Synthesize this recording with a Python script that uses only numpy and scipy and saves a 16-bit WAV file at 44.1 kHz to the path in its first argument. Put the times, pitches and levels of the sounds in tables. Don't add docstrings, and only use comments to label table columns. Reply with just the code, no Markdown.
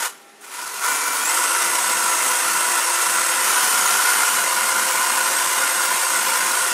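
import sys
import numpy as np
from scipy import signal
from scipy.fft import rfft, irfft, next_fast_len
from scipy.io import wavfile
from scipy.ndimage import uniform_filter1d

SR = 44100
rng = np.random.default_rng(int(sys.argv[2]) if len(sys.argv) > 2 else 0)


def volts_from_decibels(level):
    exponent = np.asarray(level, float) / 20
    return 10 ** exponent


def wav_out(sig):
    wavfile.write(sys.argv[1], SR, np.round(np.clip(np.atleast_2d(sig).T, -1, 1) * 32767).astype(np.int16))


N = 296793
SIZE = next_fast_len(N)

# (time [s], speed [turns/s])
SHAFT_SPEED = [(0.8, 200), (0.86, 224), (1.22, 223.5), (1.27, 247.6), (1.31, 265.8), (1.37, 273.2),
               (1.5, 269.8), (3.3, 269.7), (3.37, 273.6), (3.48, 295.2), (3.63, 300.8), (4.24, 298.6),
               (4.4, 286), (4.47, 276.5), (4.6, 275.2), (5.6, 275.4), (6.3, 274.7), (6.72, 273.6)]
# (time [s], effort headed for [dB], lag [s])
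SQUEEZE = [
    (0.063, -36.5, .075),
    (.403, -19, 0.014),
    (.505, -10.5, 0.018),
    (.72, -5, 0.037),
    (.815, 2, 0.017),
    (.89, 0, 0.053),
]
TRIGGER_SPEEDS = [223, 270, 275, 300]
# (multiple of shaft speed, then level at each trigger speed [dB])
GEARS = [(1.283, -50, -46, -48, -50), (1.927, -52, -47, -42, -60), (2.47, -65, -47.5, -48, -42.5),
         (10.405, -37, -46.5, -42, -48), (31.005, -49, -40, -39, -40), (51.16, -46, -51, -49.5, -58)]
# (multiple of shaft speed, then level at each trigger speed [dB])
BARS = [(10, -55, -42, -44.5, -41), (20, -52, -46, -47.5, -45), (23, -60, -47, -50, -51),
        (24, -60, -50, -46.5, -41), (26, -54, -46.5, -44.5, -41), (27, -55, -46.5, -49, -50),
        (28, -59, -46, -48.5, -46), (29, -49, -45, -51, -43), (30, -50, -50, -47.5, -36),
        (35, -51, -47.5, -45, -61), (38, -46, -45, -45, -48), (39, -40, -45, -42, -46),
        (40, -42, -36.5, -46, -40), (41, -43, -45, -45.5, -44), (42, -48, -51.5, -51.5, -48),
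        (49, -46, -52.5, -51.5, -55)]
# (shaft speed [turns/s], level [dB])
MAIN_MESH = [(224, -42), (245, -29), (270, -30.5), (275, -32), (288, -33), (300, -29.5)]
PLANETS = [(.133, .06), (.203, .12), (.336, .06), (.469, .06), (.664, .06), (9.67, .2)]
# (frequency [Hz], level per Hz [dB])
RATTLE_COLOUR = [(60, -70), (125, -35.5), (175, -18), (350, -16), (740, -10.5), (1200, -5.5), (1700, -7.5),
                 (2300, -8), (4000, -12), (6500, -8), (10800, -8), (12500, -15), (14300, -14),
                 (16000, -15.5)]
# (frequency at first [Hz], frequency once the cable has run out [Hz], width [Hz], level over the rattle [dB])
RESONANCES = [(497, 520, 35, 7.5), (740, 730, 55, 3), (926, 890, 38, 7.5), (984, 1010, 114, 12),
              (1125, 910, 20, 9), (1213, 1214, 28, 4.5), (1356, 1405, 83, 11.5), (1457, 1472, 80, 11),
              (1555, 1600, 45, 4.5), (1800, 1820, 41, 6.5), (1994, 2080, 70, 6.5), (2105, 1600, 49, 4),
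              (6600, 6600, 120, 4)]
# (level when lifting [dB], share of effort, rise per 10% more speed [dB])
RATTLE_LAYERS = [
    (-23, 1.02, 1.38),
    (-31, 0.94, 1.3),
    (-24, 0.94, 0.85),
]
FLAT_OUT = [0.1, 1, 1.5]
# (time [s], level [dB], ring [Hz])
CLICKS = [(0.412, -41, 9000), (0.76, -34, 4000), (3.81, -16, 6600), (3.86, -17, 6600), (4.1, -23, 6600)]
# (frequency [Hz], level per Hz [dB])
VENTILATION = [(60, -56), (120, -31), (200, -11), (400, -9.5), (1240, -14), (2500, -16.5), (5000, -24),
               (10300, -26), (15900, -40)]
# (frequency [Hz], level [dB])
DISTANT_HUM = [(398.4, -56.5), (802.1, -56), (1001, -97), (1351, -59), (1803, -60.5)]
# (frequency [Hz], level about the neighbours' [dB])
FAINTEST = [(1500, -30), (3000, -10), (9000, -9), (11500, -7), (12500, -3.5), (13500, -.5), (14500, 2),
            (15200, 3.8), (15700, 6), (15800, 30)]


def evened(x):
    return x / np.sqrt(np.mean(x ** 2) + 1e-20)


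def read(points, hz):
    f, value = np.transpose(points)
    return np.interp(np.log(hz + 1), np.log(f + 1), value)


def curve(s, value):
    return np.interp(np.arange(N) / SR, s, value)


def drift(per_s):
    knots_per_s = 400
    knots = rng.standard_normal(int(N / SR * knots_per_s))
    b, a = signal.butter(N=2, Wn=min(per_s, 190) / (knots_per_s / 2))
    smooth = signal.filtfilt(b, a, knots, padtype="even", padlen=300)
    return curve(np.arange(len(knots)) / knots_per_s, evened(smooth))


def shaped(x, gain):
    return irfft(rfft(x, SIZE) * gain, SIZE)[:N]


def shaft_speed():
    return curve(*np.transpose(SHAFT_SPEED))


def effort_db():
    t = np.arange(N) / SR
    effort = np.full(N, -2.5)
    for s, db, lag in SQUEEZE:
        gap = effort[round(s * SR)] - db
        effort = np.where(t < s, effort, db + gap * np.exp(-np.maximum(t - s, 0) / lag))
    return effort


def whine(turns):
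    speed = shaft_speed()
    lines = np.zeros(N)
    for order, *db in GEARS + BARS:
        waver_db = min(1 + order / 4, 2.5) * drift(14)
        level = np.interp(speed, TRIGGER_SPEEDS, volts_from_decibels(np.array(db))) * volts_from_decibels(waver_db)
        wobble = .35 * drift(25) + .45 * (10 < order < 11) * drift(90)
        lines += level * np.cos(2 * np.pi * (order * turns + rng.random()) + wobble)
    return np.sqrt(2) * (lines + main_mesh(turns, speed)) * curve([.8, .86], [0, 1])


def main_mesh(turns, speed):
    order = 30.34
    level = volts_from_decibels(np.interp(speed, *np.transpose(MAIN_MESH)) + 1.8 * drift(14) + 1.2 * drift(2))
    orbit = .35 * np.cos(2 * np.pi * .14 * turns) + .3 * np.cos(2 * np.pi * .22 * turns)
    planet_beat = .3 * np.cos(2 * np.pi * PLANETS[1][0] * turns)
    skirt = 1 + planet_beat + .33 * (drift(170) + 1j * drift(170))
    phase = 2 * np.pi * order * turns + orbit + .4 * drift(25)
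    return level * (skirt * np.exp(1j * phase)).real


def rattle(turns):
    drive = knocking(turns)
    hz = np.fft.rfftfreq(SIZE, 1 / SR)
    colour = volts_from_decibels(read(RATTLE_COLOUR, hz))
    low = 1 / (1 + (hz / 2400) ** 8)
    high = 1 / (1 + (5500 / (hz + 1)) ** 8)
    early_gain = colour * resonances(hz, 0)
    early = evened(shaped(drive, early_gain * low))
    clatter = evened(shaped(drive, early_gain * (1 - low - high)))
    hiss = evened(shaped(drive, early_gain * high))
    stiff = evened(shaped(drive, colour * resonances(hz, 1) * low))
    dull = evened(shaped(drive, colour * low))
    effort, speed = effort_db(), shaft_speed()
    late = curve([2.8, 4.4], [0, 1])
    ringing = np.clip(1.5 + .038 * effort, .25, 1)
    frame = ringing * ((1 - late) * early + late * stiff) + (1 - ringing) * dull
    faster = np.log(np.maximum(speed, TRIGGER_SPEEDS[0]) / TRIGGER_SPEEDS[1]) * 10
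    faster = faster * curve([.7, .86], [0, 1])
    flat_out = np.interp(speed, TRIGGER_SPEEDS[2:], [0, 1])
    out = np.zeros(N)
    for layer, (db, share, slope), extra in zip((frame, clatter, hiss), RATTLE_LAYERS, FLAT_OUT):
        out += volts_from_decibels(db + share * effort + slope * faster + extra * flat_out) * layer
    return out


def knocking(turns):
    knocks_per_s, decay_s = 120, 0.0055
    knocks = volts_from_decibels(3.4 * np.minimum(rng.exponential(1, N), 3)) * (rng.random(N) < knocks_per_s / SR)
    bursts = signal.lfilter([1], [1, -np.exp(-1 / (decay_s * SR))], knocks)
    beat = np.ones(N)
    for order, depth in PLANETS:
        beat += depth * np.cos(2 * np.pi * order * turns + 1 / order)
    drive = rng.standard_normal(N) * (1 + 0.096 * bursts) * beat * volts_from_decibels(0.22 * drift(24))
    return patchy(drive, patchy_db=2.0)


def patchy(x, patchy_db):
    hz, _, z = signal.stft(x, SR, nperseg=1024, noverlap=768)
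    patches = uniform_filter1d(rng.standard_normal(z.shape), size=2, axis=0)
    patches = evened(uniform_filter1d(patches, size=14, axis=1))
    depth_db = patchy_db * np.minimum(hz / 1800, 1)[:, None]
    return signal.istft(z * volts_from_decibels(depth_db * patches), SR, nperseg=1024, noverlap=768)[1][:N]


def resonances(hz, late):
    power = np.ones(len(hz))
    for *centre, width, db in RESONANCES:
        power += (volts_from_decibels(db) ** 2 - 1) / (1 + (2 * (hz - centre[late]) / width) ** 2) ** 2
    return np.sqrt(np.maximum(power, .01))


def clicks():
    out, t = np.zeros(N), np.arange(900) / SR
    for s, db, hz in CLICKS:
        ring = np.sin(2 * np.pi * hz * t) + 0.25 * rng.standard_normal(len(t))
        attack = np.minimum(t / 0.00065, 1)
        out[round(s * SR):][:len(t)] += volts_from_decibels(db - 60 * t / 0.054) * ring * attack
    return out


def hall():
    t = np.arange(N) / SR
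    wash_gain = volts_from_decibels(read(VENTILATION, np.fft.rfftfreq(SIZE, 1 / SR)))
    out = volts_from_decibels(-50) * evened(shaped(rng.standard_normal(N), wash_gain))
    for hz, db in DISTANT_HUM:
        level = volts_from_decibels(db + 0.4 + 2.8 * drift(12))
        out += level * np.cos(2 * np.pi * hz * t + 1.7 * drift(7.5))
    return out


def scene():
    turns = np.cumsum(shaft_speed()) / SR
    return np.tile(whine(turns) + rattle(turns) + clicks() + hall(), (2, 1))


def thinned(x):
    hz, t, z = signal.stft(x, SR, "cosine", nperseg=2048, noverlap=1024)
    around = np.sqrt(uniform_filter1d(abs(z) ** 2, size=60, axis=0))
    strictness_db = 1.5 * rng.standard_normal(len(t))
    keep = abs(z) > around * volts_from_decibels(read(FAINTEST, hz)[:, None] + strictness_db)
    at = np.minimum(t * SR, N - 1).astype(int)
    strain = drift(10)[at] + effort_db()[at] / 10 + .2
    bass_edge_hz = 86 * np.floor(2.85 + .65 * strain)
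    keep &= (strain < 0) | (hz[:, None] > bass_edge_hz)
    return signal.istft(z * keep, SR, "cosine", nperseg=2048, noverlap=1024)[1][:N]


def band_limit(x):
    return signal.sosfilt(signal.butter(12, 16380, fs=SR, output="sos"), x)


def record(dry):
    rounded = 1.108 * np.tanh(dry[0] / 1.092)
    bass_cut = signal.butter(N=4, Wn=110, btype="high", fs=SR, output="sos")
    mix = np.tile(thinned(signal.sosfilt(bass_cut, rounded)), (2, 1))
    return band_limit(mix)


dry = scene()
out = record(dry)
wav_out(out)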